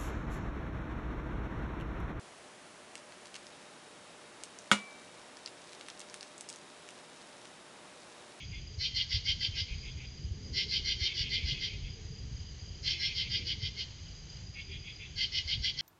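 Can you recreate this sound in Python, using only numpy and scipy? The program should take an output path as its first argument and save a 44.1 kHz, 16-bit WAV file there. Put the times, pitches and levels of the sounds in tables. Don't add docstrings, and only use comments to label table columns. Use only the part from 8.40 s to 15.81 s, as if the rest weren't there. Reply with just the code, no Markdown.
import sys
import numpy as np
from scipy import signal
from scipy.fft import rfft, irfft, next_fast_len
from scipy.io import wavfile
from scipy.ndimage import uniform_filter1d, map_coordinates

SR = 44100
rng = np.random.default_rng(int(sys.argv[2]) if len(sys.argv) > 2 else 0)


def store_wav(level_fs):
    pcm = np.round(np.clip(np.atleast_2d(level_fs), -1, 1) * 32767)
    wavfile.write(sys.argv[1], SR, pcm.T.astype(np.int16))


N = 326781

# (time [s], level [dB])
RUMBLE_COURSE = [(0.0, -48.5), (0.78, -50), (0.95, -46), (1.51, -49), (1.73, -45.5), (2.06, -49),
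                 (2.95, -44), (3.38, -45), (3.61, -47), (4.08, -47), (4.42, -48.5), (4.89, -45.5),
                 (5.92, -50.5), (7.41, -50)]


def near_katydid(deep_db=-16.0, low_db=-7.0, high_db=-6.0, deep_hz=2250, split_hz=3900, lead=.0075):
    # (frequency [Hz], level [dB])
    near_body = [(1000, -47), (1400, -33), (1850, -28), (2100, -9.5), (2750, -11), (3100, 0), (3800, -6.5),
                 (4700, 4.5), (5200, -5.5), (5700, -7.5), (6200, -23.5), (7000, -30.5), (7500, -32),
                 (8000, -53.5)]
    # (frequency [Hz], width [Hz], level above the broad colour [dB])
    fine_lines = [(1624, 120, 15), (2047, 130, 11.5), (2900, 67, 6.5), (3340, 30, 4.5), (3140, 34, 6.5),
                  (3430, 61, -4), (3542, 7.3, 0), (3727, 12, 5.5), (4137, 63, 7), (4250, 12, 3),
                  (4421, 18, 4), (4670, 22, 3.5), (4930, 13, 6.5), (5352, 53, 9.5), (5730, 16, 7.5),
                  (7280, 40, 9)]
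    # (middle of first stroke, nominal [s], strokes [count],
    # stroke spacing [s], level [dB], fade by the last stroke [dB], first stroke length [s])
    near_bursts = [(0.443, 6, 0.15, -33.5, .7, .112), (2.196, 8, 0.15, -33, 1.5, .132),
                   (4.49, 7, .1526, -33, 6, .124), (6.819, 5, 0.15, -34.5, -3, 0.12)]
    shortening, dulling_db = .2, 2

    def colour_db(hz):
        peaks_db = sum(db * np.exp(-((hz - centre) / width) ** 2) for centre, width, db in fine_lines)
        return along(near_body, hz) + peaks_db

    deep, low, high = np.zeros((3, N))
    for s, db, progress, length in strokes(near_bursts):
        span = length * (1 - shortening * progress)
        tooth_hz = 330 * np.exp(rng.normal(0, .05))
        clicks = teeth(span, tooth_hz, jitter=.2, uneven_db=1.5, scrape=.25)
        stroke_high_db = high_db - dulling_db * progress
        parts = [(deep, deep_db, pressed(clicks, peak_at=0.45, fullness=1.4, ragged_db=2.5)),
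                 (low, low_db, pressed(clicks, peak_at=0.69, fullness=2.17, ragged_db=1.5)),
                 (high, stroke_high_db, pressed(clicks, peak_at=0.55, fullness=1.05, ragged_db=1.65))]
        for track, band_db, rasp in parts:
            heard = through_woods(rasp, leaves_db=-0.5, leaves_t60=0.098, woods_db=-9.0, woods_t60=1.1)
            add(track, s - span / 2 - lead, amp(db + band_db) * heard)
    deep = coloured(deep, lambda hz: colour_db(hz) + under(hz, deep_hz))
    low = coloured(low, lambda hz: colour_db(hz) + under(deep_hz, hz) + under(hz, split_hz))
    high = coloured(high, lambda hz: colour_db(hz) + under(split_hz, hz))
    return deep + low + high


def far_katydid(low_db=-6.5, high_db=-7.5, split_hz=2800, length=0.1, lead=.062):
    # (frequency [Hz], level [dB])
    far_body = [(1300, -39), (1950, -17), (2150, -2.5), (2550, -2), (2800, -8), (3050, -9), (3280, -1.5),
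                (3530, -5.5), (3700, -15), (5000, -26), (6500, -54)]
    # (middle of first stroke, nominal [s], strokes [count],
    # stroke spacing [s], level [dB], fade by the last stroke [dB])
    far_bursts = [(0.015, 2, .149, -49.5, 0.7), (1.173, 4, .153, -50.5, 0.5), (2.713, 6, .154, -44, 10),
                  (4.556, 4, .151, -43.5, 6.5), (6.197, 4, .148, -48.5, -1.3)]
    low, high = np.zeros((2, N))
    for s, db, _ in strokes(far_bursts):
        clicks = teeth(length, tooth_hz=295.5, jitter=0.17, uneven_db=1.5, scrape=0.34)
        parts = [(low, low_db, pressed(clicks, peak_at=0.51, fullness=1.0, ragged_db=2.5)),
                 (high, high_db, pressed(clicks, peak_at=0.73, fullness=0.97, ragged_db=1.3))]
        for track, band_db, rasp in parts:
            heard = through_woods(rasp, leaves_db=-2, leaves_t60=0.088, woods_db=-5.5, woods_t60=1.0)
            add(track, s - lead, amp(db + band_db) * heard)
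    low = coloured(low, lambda hz: along(far_body, hz) + under(hz, split_hz))
    high = coloured(high, lambda hz: along(far_body, hz) + under(split_hz, hz))
    return low + high


def strokes(bursts, fade_power=2.2, scatter_db=.5):
    for start, count, period, db, fade_db, *rest in bursts:
        for k, progress in enumerate(np.linspace(0, 1, round(count))):
            level_db = db - fade_db * progress ** fade_power + rng.normal(0, scatter_db)
            yield (start + k * period, level_db, progress, *rest)


def teeth(length, tooth_hz, jitter, uneven_db, scrape):
    n = int(length * SR)
    gaps = np.exp(jitter * rng.standard_normal(128)) / tooth_hz
    at = ((np.cumsum(gaps) - gaps[0] * rng.random()) * SR).astype(int)
    strengths = amp(uneven_db * rng.standard_normal(128))
    clicks = np.bincount(at, strengths, n)[:n]
    return unit(clicks) + scrape * rng.standard_normal(SR // 2)[:n]


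def pressed(clicks, peak_at, fullness, ragged_db):
    u = np.linspace(0, 1, len(clicks))
    phase = np.interp(u, [0, peak_at, 1], [0, .5, 1])
    swell = np.abs(np.sin(np.pi * phase)) ** fullness
    slips = np.interp(u, np.linspace(0, 1, 10), rng.standard_normal(10))
    return unit(clicks * swell * amp(ragged_db * slips))


def near_cricket(level_db=0.3, scatter_db=2.5, trill_s=.18, pulse_hz=29.3):
    # (start [s], trills [count], trill spacing [s], level [dB])
    cricket_bouts = [(0.04, 3, 0.23, -54), (1.34, 3, .325, -52.5), (3.36, 4, .283, -53),
                     (5.645, 4, .247, -52.5)]
    track = np.zeros(N)
    for start, count, period, db in cricket_bouts:
        for trill in start + period * np.arange(round(count)):
            for s in trill + np.arange(0, trill_s, 1 / pulse_hz):
                pulse = cricket_pulse(pitch_hz=4835 + rng.normal(0, 11), fall_hz=460, length=.021)
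                pulse_db = db + level_db + rng.normal(0, scatter_db)
                add(track, s + rng.normal(0, 0.00093), amp(pulse_db) * pulse)
    return track + amp(-4) * scattered(track, t60=.3)[:N]


def far_crickets(level_db=-61.5, count=4):
    track = np.zeros(N)
    for spread, pace, start in rng.uniform(-1, 1, (count, 3)):
        for s in np.arange(start - 1, N / SR, 1 / (30 + 3 * pace)):
            pitch_hz = 4830 + 50 * spread + rng.normal(0, 15)
            pulse = cricket_pulse(pitch_hz, fall_hz=320, length=.019)
            add(track, s + rng.normal(0, 0.0017), amp(rng.normal(0, 1.3)) * pulse)
    return amp(level_db) * unit(track + amp(-2.5) * scattered(track, t60=.4)[:N])


def cricket_pulse(pitch_hz, fall_hz, length):
    u = np.linspace(-.5, .5, int(length * SR))
    phase = 2 * np.pi * np.cumsum(pitch_hz - fall_hz * u) / SR
    return np.cos(np.pi * u) * np.sin(phase)


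def tree_crickets(level_db=-66.5, pitch_hz=3080, width_hz=110, throb_hz=3.7, depth_db=4.5):
    def band_db(hz):
        return -20 * np.log10(1 + ((hz - pitch_hz) / (2 * width_hz)) ** 2)

    song = unit(coloured(rng.standard_normal(N), band_db))
    throb = np.cos(2 * np.pi * throb_hz * np.arange(N) / SR + .6 * wobble(1.7))
    return amp(level_db + depth_db * throb + 1.5 * wobble(8)) * song


def chorus(level_db=-57.5):
    # (frequency [Hz], spectral level [dB])
    hiss_colour = [(200, 2), (700, -0.5), (1300, -4.5), (2100, 1.5), (2750, -0.5), (3060, 4), (3600, -1),
                   (4400, 3.5), (5400, -2), (5900, 1), (6400, 7.5), (6850, -0.5), (7250, -8), (8000, -25.5)]
    drift_db = 1.0 * wobble(1.9) + .7 * wobble(14)
    return amp(level_db + drift_db) * noise(hiss_colour)


def rumble(rumble_db=1.5, drone_db=-14.5, swell_width_hz=90, swell_peak_db=5):
    # (frequency [Hz], spectral level [dB])
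    bass_colour = [(11, -38), (18, -13), (54, 1), (86, 0.5), (140, -4.5), (243, -22), (300, -26.5),
                   (390, -41), (660, -120)]
    drone_colour = [(110, -6.5), (180, 4.5), (270, -2.5), (340, 0), (420, 1.5), (490, -4.5), (570, -14.5),
                    (900, -35)]
    # (time of the top [s], level [dB], rise [s], fall [s], strongest pitch [Hz])
    drone_swells = [(2.08, -50.5, .2, 0.34, 249), (5.019, -53, 0.1, .1, 311)]
    level_db, = curves(RUMBLE_COURSE)
    t = np.arange(N) / SR
    bass = amp(level_db + rumble_db + 2.56 * wobble(12)) * noise(bass_colour)
    drone_level_db = level_db + drone_db + 1.2 * wobble(8)
    drone = amp(drone_level_db) * patchy(noise(drone_colour), depth_db=3.0)
    for s, db, rise, fall, pitch_hz in drone_swells:
        tone = coloured(noise(drone_colour),
                        lambda hz: swell_peak_db * np.exp(-((hz - pitch_hz) / swell_width_hz) ** 2))
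        swell = np.exp(-np.maximum((s - t) / rise, (t - s) / fall))
        drone += amp(db) * swell * patchy(tone, depth_db=4.0)
    return bass + drone


def thuds(level_db=1.0, lead=0.0022, random_db=7, scatter_db=3.0, count=12):
    # (time [s], level [dB])
    set_thuds = [(0.378, -32), (0.741, -28.5), (0.761, -30), (0.892, -33.5), (1.085, -33.5), (1.215, -31),
                 (1.311, -33.5), (1.843, -32), (1.911, -33), (2.113, -31.5), (2.614, -29.5), (2.806, -32),
                 (3.037, -28), (3.121, -32), (3.437, -32), (5.22, -34), (7.054, -35), (7.197, -34.5)]
    track = np.zeros(N)
    rumble_level_db, = curves(RUMBLE_COURSE)
    for s, db in set_thuds:
        add(track, s - lead, amp(db + level_db) * thud())
    places = ((np.arange(count) + rng.random(count)) * N / count).astype(int)
    for at in places:
        db = rumble_level_db[at] + random_db + rng.normal(0, scatter_db)
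        add(track, at / SR, amp(db) * thud())
    return track


def thud(thud_hz=80, rise=0.01):
    t = np.arange(SR // 5) / SR
    swell = (t / rise) ** 2 * np.exp(2 - 2 * t / rise)
    pitch_hz = thud_hz * np.exp(rng.normal(0, 0.22))
    return swell * np.sin(2 * np.pi * pitch_hz * t)


def through_woods(x, leaves_db, leaves_t60, woods_db, woods_t60):
    paths = amp(leaves_db) * echo_tail(leaves_t60) + amp(woods_db) * echo_tail(woods_t60)
    paths[0] += 1
    return signal.fftconvolve(x, paths)


def scattered(x, t60):
    return signal.fftconvolve(x, echo_tail(t60))


def echo_tail(t60):
    t = np.arange(SR) / SR
    tail = rng.standard_normal(SR) * np.exp(-np.log(1000) * t / t60)
    return tail / np.sqrt(np.sum(tail ** 2))


def patchy(x, depth_db):
    z = signal.stft(x, nperseg=4096)[2]
    field = uniform_filter1d(rng.standard_normal(z.shape), size=4, axis=0)
    field = uniform_filter1d(field, size=4, axis=1)
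    return unit(signal.istft(z * amp(depth_db * unit(field)), nperseg=4096)[1][:N])


def noise(spectrum):
    def colour_db(hz):
        return along(spectrum, hz) - 60 * np.log10(np.maximum(hz / spectrum[-1][0], 1))

    return unit(coloured(rng.standard_normal(N), colour_db))


def coloured(x, db_of_hz):
    m = 2 * next_fast_len(N // 2 + SR // 2)
    gain = unit(amp(db_of_hz(np.fft.rfftfreq(m, 1 / SR))))
    cepstrum = irfft(np.log(np.maximum(gain, 1e-6)))
    cepstrum[1:m // 2] *= 2
    cepstrum[m // 2 + 1:] = 0
    return irfft(rfft(x, m) * np.exp(rfft(cepstrum)), m)[:N]


def under(hz, edge_hz):
    return -10 * np.log10(1 + ((hz + 1) / (edge_hz + 1)) ** 60)


def along(points, hz):
    f, v = np.transpose(points)
    return np.interp(np.log(hz + 1), np.log(f), v)


def curves(rows):
    s, *cols = np.transpose(rows)
    return [np.interp(np.arange(N) / SR, s, c) for c in cols]


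def wobble(rate):
    knots = rng.standard_normal(int(N * rate / SR) + 4)
    return map_coordinates(knots, [np.arange(N) * rate / SR])


def add(track, s, sound):
    at = round(s * SR) + np.arange(len(sound))
    inside = (at >= 0) & (at < N)
    track[at[inside]] += sound[inside]


def amp(db):
    return 10 ** (np.asarray(db) / 20)


def unit(x):
    return x / np.sqrt(np.mean(x ** 2) + 1e-20)


def scene():
    katydids = near_katydid() + far_katydid()
    crickets = near_cricket() + far_crickets() + tree_crickets()
    return (katydids + crickets + chorus() + rumble() + thuds())[None]


def record(dry, top_hz=8080):
    m = next_fast_len(N + SR // 2)
    kept = np.fft.rfftfreq(m, 1 / SR) < top_hz
    return irfft(rfft(dry, m) * kept, m)[:, :N]


dry = scene()
out = record(dry)
store_wav(out)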